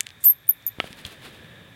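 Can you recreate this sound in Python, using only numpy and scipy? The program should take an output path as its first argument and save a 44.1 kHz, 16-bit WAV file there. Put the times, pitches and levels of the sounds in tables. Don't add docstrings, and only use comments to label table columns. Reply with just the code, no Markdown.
import sys
import numpy as np
from scipy import signal
from scipy.fft import rfft, irfft
from scipy.io import wavfile

SR = 44100
rng = np.random.default_rng(int(sys.argv[2]) if len(sys.argv) > 2 else 0)


def log_audio(samples):
    frames = np.atleast_2d(samples).T
    limited = np.clip(frames, -1, 1)
    pcm = np.round(limited * 32767).astype(np.int16)
    wavfile.write(sys.argv[1], SR, pcm)


N = 77175
T = np.arange(N) / SR


# time_s, pitch_hz, level_db
SQUEAK_PATHS = [
    [(.253, 13600, -20), (.2555, 13300, -7.5), (.261, 13030, -7), (.274, 12980, -7.3), (.287, 12890, -7.5),
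     (.291, 12780, -10.3), (.299, 12850, -9), (.301, 13000, -7), (.306, 12840, -10), (.311, 13120, -12),
     (.3165, 12500, -22), (.321, 12000, -16), (.325, 11000, -38)],
    [(.4885, 15900, -42), (.4908, 14900, -7.5), (.494, 13800, -6), (.498, 13400, -7), (.501, 13080, -13),
     (.5035, 12650, -22), (.5062, 12000, -11.5), (.511, 11250, -15), (.513, 10950, -26), (.517, 9600, -40)],
    [(.664, 15800, -42), (.6658, 15000, -13.5), (.6675, 14350, -15), (.670, 14080, -18),
     (.6735, 13600, -36), (.675, 13330, -23), (.678, 13000, -18.5), (.682, 12350, -20.5),
     (.684, 12100, -26), (.692, 11800, -29), (.695, 11600, -42)],
]

def squeaks(wobble_hz=20):
    out = np.zeros(N)
    for path in SQUEAK_PATHS:
        time_s, pitch_hz, level_db = np.transpose(path)
        pitch = np.interp(T, time_s, pitch_hz) + wobble_hz * flutter(rate_hz=250)
        loudness = from_db(np.interp(T, time_s, level_db))
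        out += loudness * gate(time_s[0], time_s[-1], edge_s=.001) * whistle(pitch)
    return out


# start_s, length_s, start_hz, end_hz, level_db
LOWER_NOTES = [(0.238, 0.011, 9100, 8200, -23), (.294, .018, 6350, 6850, -56),
               (0.4784, 0.011, 9900, 8340, -29.5), (0.669, 0.01, 6950, 6500, -33)]

def lower_notes(wobble_hz=90, fade_db=10):
    out = np.zeros(N)
    for start_s, length_s, start_hz, end_hz, level_db in LOWER_NOTES:
        progress = np.clip((T - start_s) / length_s, 0, 1)
        pitch = start_hz + (end_hz - start_hz) * progress + wobble_hz * flutter(rate_hz=600)
        loudness = from_db(level_db - fade_db * progress)
        out += loudness * gate(start_s, start_s + length_s, edge_s=.002) * whistle(pitch)
    return out


# start_s, length_s, level_db
RASP_SPURTS = [(0.2403, .0042, -13), (0.2454, .0096, -11)]
# frequency_hz, level_db
RASP_HISS_SHAPE = [(300, -43), (1000, -15), (3000, -7.5), (4000, -26.5), (4700, -0.5), (5600, -23.5),
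                   (7200, 7), (8700, 5.5), (10000, -12), (12500, 2.5), (16000, -0.5)]

def rasp(pulses_per_s=430, pitch_hz=13550, swing_hz=1300, jitter_hz=600):
    out = np.zeros(N)
    for start_s, length_s, level_db in RASP_SPURTS:
        cycle = ((T - start_s) * pulses_per_s + .07 * flutter(rate_hz=300)) % 1
        chirps = whistle(pitch_hz + swing_hz * (1 - 2 * cycle) + jitter_hz * flutter(rate_hz=1800))
        hiss = from_db(-12) * shaped_noise(RASP_HISS_SHAPE)
        pulses = 1 - .8 * np.cos(np.pi * cycle) ** 2
        spurt = gate(start_s, start_s + length_s, edge_s=.0006)
        out += from_db(level_db) * spurt * pulses * (chirps + hiss)
    return out


# start_s, length_s, level_db, low_hz, high_hz
BREATHS = [(.198, .05, -55.5, 6500, 11510), (0.473, 0.029, -48.5, 12500, 15500)]

def breaths():
    out = np.zeros(N)
    for start_s, length_s, level_db, low_hz, high_hz in BREATHS:
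        hiss = rms_one(band(rng.standard_normal(N), low_hz, high_hz))
        out += from_db(level_db) * gate(start_s, start_s + length_s, edge_s=.012) * hiss
    return out


# start_s, peak_db, low_hz, high_hz
GRIT_TICKS = [(.00695, -2, 6500, 10500), (.00705, -13, 2100, 4000), (.0651, -34, 1600, 4500),
              (.0680, -18, 1800, 6000), (.0901, -29, 1800, 5500), (.1047, -29, 1700, 5000),
              (.2325, -31, 11500, 15000), (.3378, -45, 4000, 11000), (.4703, -36, 9000, 15000),
              (.4912, -38, 3000, 9000), (.4944, -39, 3000, 9000), (.6245, -42, 2000, 7000),
              (.8745, -29, 1500, 3300), (.9067, -37, 1500, 9000), (.9135, -39, 3000, 11000),
              (.9293, -27, 1700, 4200), (.9296, -33, 5500, 12000), (.9715, -41, 6000, 13000),
              (1.0140, -40, 6000, 14000), (1.0504, -22, 1500, 4800), (1.0538, -33, 6000, 11000),
              (1.0636, -34, 6000, 11000), (1.0658, -26, 6000, 11500)]

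def grit_ticks():
    out = np.zeros(N)
    crumble = from_db(-16) * dying(fade_s=.0035)
    tail = from_db(-37) * dying(fade_s=.028)
    for start_s, peak_db, low_hz, high_hz in GRIT_TICKS:
        snap = signal.unit_impulse(N) + (crumble + tail) * rng.standard_normal(N)
        tick = band(snap, low_hz, high_hz)
        tick = band(tick, 1500, 14500, order=4)
        out += at(start_s, from_db(peak_db) * tick / np.abs(tick).max())
    return out


# delay_s, level_db
ROCK_ECHOES = [(.0258, -26)]
# level_db, fade_s
GROUND_SCATTER = [(-27.5, .12), (-34, .32)]

def rock_echo(sound, build_s=.01):
    build_up = np.clip(T / build_s, 0, 1)
    scatter = sum(from_db(level_db) * rms_one(rng.standard_normal(N) * dying(fade_s) * build_up)
                  for level_db, fade_s in GROUND_SCATTER)
    blur = signal.fftconvolve(sound, band(scatter, 1500, 13800) / np.sqrt(N))[:N]
    echo = sum(from_db(level_db) * at(delay_s, sound) for delay_s, level_db in ROCK_ECHOES)
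    return echo + blur


# start_s, level_db, low_hz, high_hz
CAMERA_KNOCKS = [(0.8017, -3, 238, 3980), (0.8413, -26.5, 375, 746), (0.8412, -32, 1500, 2570),
                 (.8445, -36.5, 2800, 4370), (1.0515, -19, 3240, 4300), (1.0575, -41, 3050, 3600)]
# pitch_hz, level_db, fade_s
CAMERA_TONES = [(304, -22, 0.0094), (756, -14, 0.01), (1319, -19.5, 0.037), (2285, -1.5, 0.0041),
                (2886, -3.5, 0.006), (3290, -26, 0.048), (4350, -23, 0.011)]

def camera_knocks():
    out = np.zeros(N)
    body = sum(fading_tone(pitch_hz, level_db, fade_s) for pitch_hz, level_db, fade_s in CAMERA_TONES)
    crack = from_db(-23) * band(rng.standard_normal(N) * dying(fade_s=.0043), 6900, 11200)
    for start_s, level_db, low_hz, high_hz in CAMERA_KNOCKS:
        ring = band(body, low_hz, high_hz)
        out += at(start_s, from_db(level_db) * (ring / np.abs(ring).max() + crack))
    return out


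# start_s, level_db, pitch_hz, fade_s
HAND_BUMPS = [(0.7857, -19, 238, 0.0062), (0.8414, -27, 194, 0.02), (0.905, -30.5, 190, 0.026),
              (1.0498, -29.5, 85, 0.051), (1.0617, -34.5, 293, 0.0088)]

def hand_bumps():
    thuds = sum(at(start_s, fading_tone(pitch_hz, level_db, fade_s))
                for start_s, level_db, pitch_hz, fade_s in HAND_BUMPS)
    return band(thuds, 45, 2700)


# time_s, level_db
SLEEVE_LEVELS = [(.74, -74), (.81, -49.5), (.868, -43.5), (.895, -53.5), (.93, -50), (.955, -56.5),
                 (.99, -45), (1.035, -56), (1.062, -40.5), (1.09, -49), (1.125, -45), (1.185, -61.5),
                 (1.255, -41), (1.315, -56), (1.345, -50.5), (1.39, -56), (1.75, -72)]
# frequency_hz, level_db
SLEEVE_SHAPE = [(100, -11), (300, 2.5), (600, -4.5), (1000, -5.5), (2000, -4), (3200, -1), (4500, -8),
                (6000, -19.5), (10000, -16), (13000, -23.5), (16000, -49)]

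def sleeve_rustle(catches_per_s=400, spread_db=4.5):
    sizes = from_db(spread_db * np.minimum(rng.exponential(1, N), 2))
    signs = rng.choice([-1, 1], N)
    caught = rng.random(N) < catches_per_s / SR
    clicks = from_db(-12) * rms_one(band(sizes * signs * caught, 2000, 18000))
    return level_curve(SLEEVE_LEVELS) * (shaped_noise(SLEEVE_SHAPE) + clicks)


# frequency_hz, level_db
AIR_SHAPE = [(25, -26.5), (55, -6), (75, -6.5), (105, 3), (160, -4.5), (330, -12.5), (700, -14.5),
             (1100, -15.5), (1530, -13.5), (1700, -7), (1880, -9), (2080, -13.5), (2400, -9), (2800, -20.5),
             (3250, -16), (3500, -8), (3720, -8), (4000, -21.5), (5000, -27), (9000, -28.5), (15800, -30.5)]
# time_s, level_db
AIR_LEVELS = [(0, -52), (.24, -52.5), (.3, -54.5), (.53, -54.5), (.64, -51.5), (1.75, -53)]

def outdoor_air():
    return level_curve(AIR_LEVELS) * shaped_noise(AIR_SHAPE)


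# time_s, level_db
RUMBLE_LEVELS = [(0, -84), (.74, -68.5), (.82, -50), (1.0, -52), (1.3, -50), (1.42, -49), (1.6, -48),
                 (1.75, -52)]
# frequency_hz, level_db
RUMBLE_SHAPE = [(25, -26), (60, -12.5), (130, 0.5), (230, -3.5), (340, -11.5), (540, -8), (800, -19.5),
                (1500, -18), (1710, -7), (2000, -17.5), (3000, -19.5), (3700, -14.5), (4200, -35.5),
                (5500, -43), (16000, -66)]

def rumble():
    return level_curve(RUMBLE_LEVELS) * shaped_noise(RUMBLE_SHAPE)


def from_db(db):
    return 10 ** (np.asarray(db) / 20)


def rms_one(x):
    return x / np.sqrt(np.mean(x ** 2) + 1e-20)


def level_curve(points):
    return from_db(np.interp(T, *np.transpose(points)))


def band(x, low_hz, high_hz, order=2):
    sections = signal.butter(order, [low_hz, high_hz], "band", fs=SR, output="sos")
    return signal.sosfilt(sections, x + 1e-18)


def shaped_noise(shape):
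    frequency_hz, level_db = np.transpose(shape)
    bins_hz = np.maximum(np.fft.rfftfreq(N, 1 / SR), 1)
    gains = from_db(np.interp(np.log(bins_hz), np.log(frequency_hz), level_db))
    return rms_one(irfft(rfft(rng.standard_normal(N)) * gains, N))


def dying(fade_s):
    return np.exp(-np.log(1000) * T / fade_s)


def fading_tone(pitch_hz, level_db, fade_s):
    return from_db(level_db) * dying(fade_s) * np.sin(2 * np.pi * pitch_hz * T)


def at(start_s, x):
    return np.concatenate([np.zeros(int(start_s * SR)), x])[:N]


def whistle(pitch_hz):
    return np.sin(2 * np.pi * np.cumsum(pitch_hz) / SR)


def flutter(rate_hz):
    smoothing = signal.butter(2, rate_hz, fs=SR, output="sos")
    return rms_one(signal.sosfilt(smoothing, rng.standard_normal(N)))


def gate(start_s, end_s, edge_s):
    return np.sin(np.pi / 2 * np.clip(np.minimum(T - start_s, end_s - T) / edge_s, 0, 1)) ** 2


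def scene():
    bat = squeaks() + lower_notes() + rasp() + breaths()
    grit = grit_ticks()
    echoes = rock_echo(bat + from_db(-7) * grit)
    handling = camera_knocks() + hand_bumps() + sleeve_rustle()
    return (bat + grit + echoes + handling + outdoor_air() + rumble())[None]


def record(dry, cutoff_hz=16200):
    return signal.sosfiltfilt(signal.ellip(10, .05, 60, cutoff_hz, fs=SR, output="sos"), dry)


dry = scene()
out = record(dry)
log_audio(out)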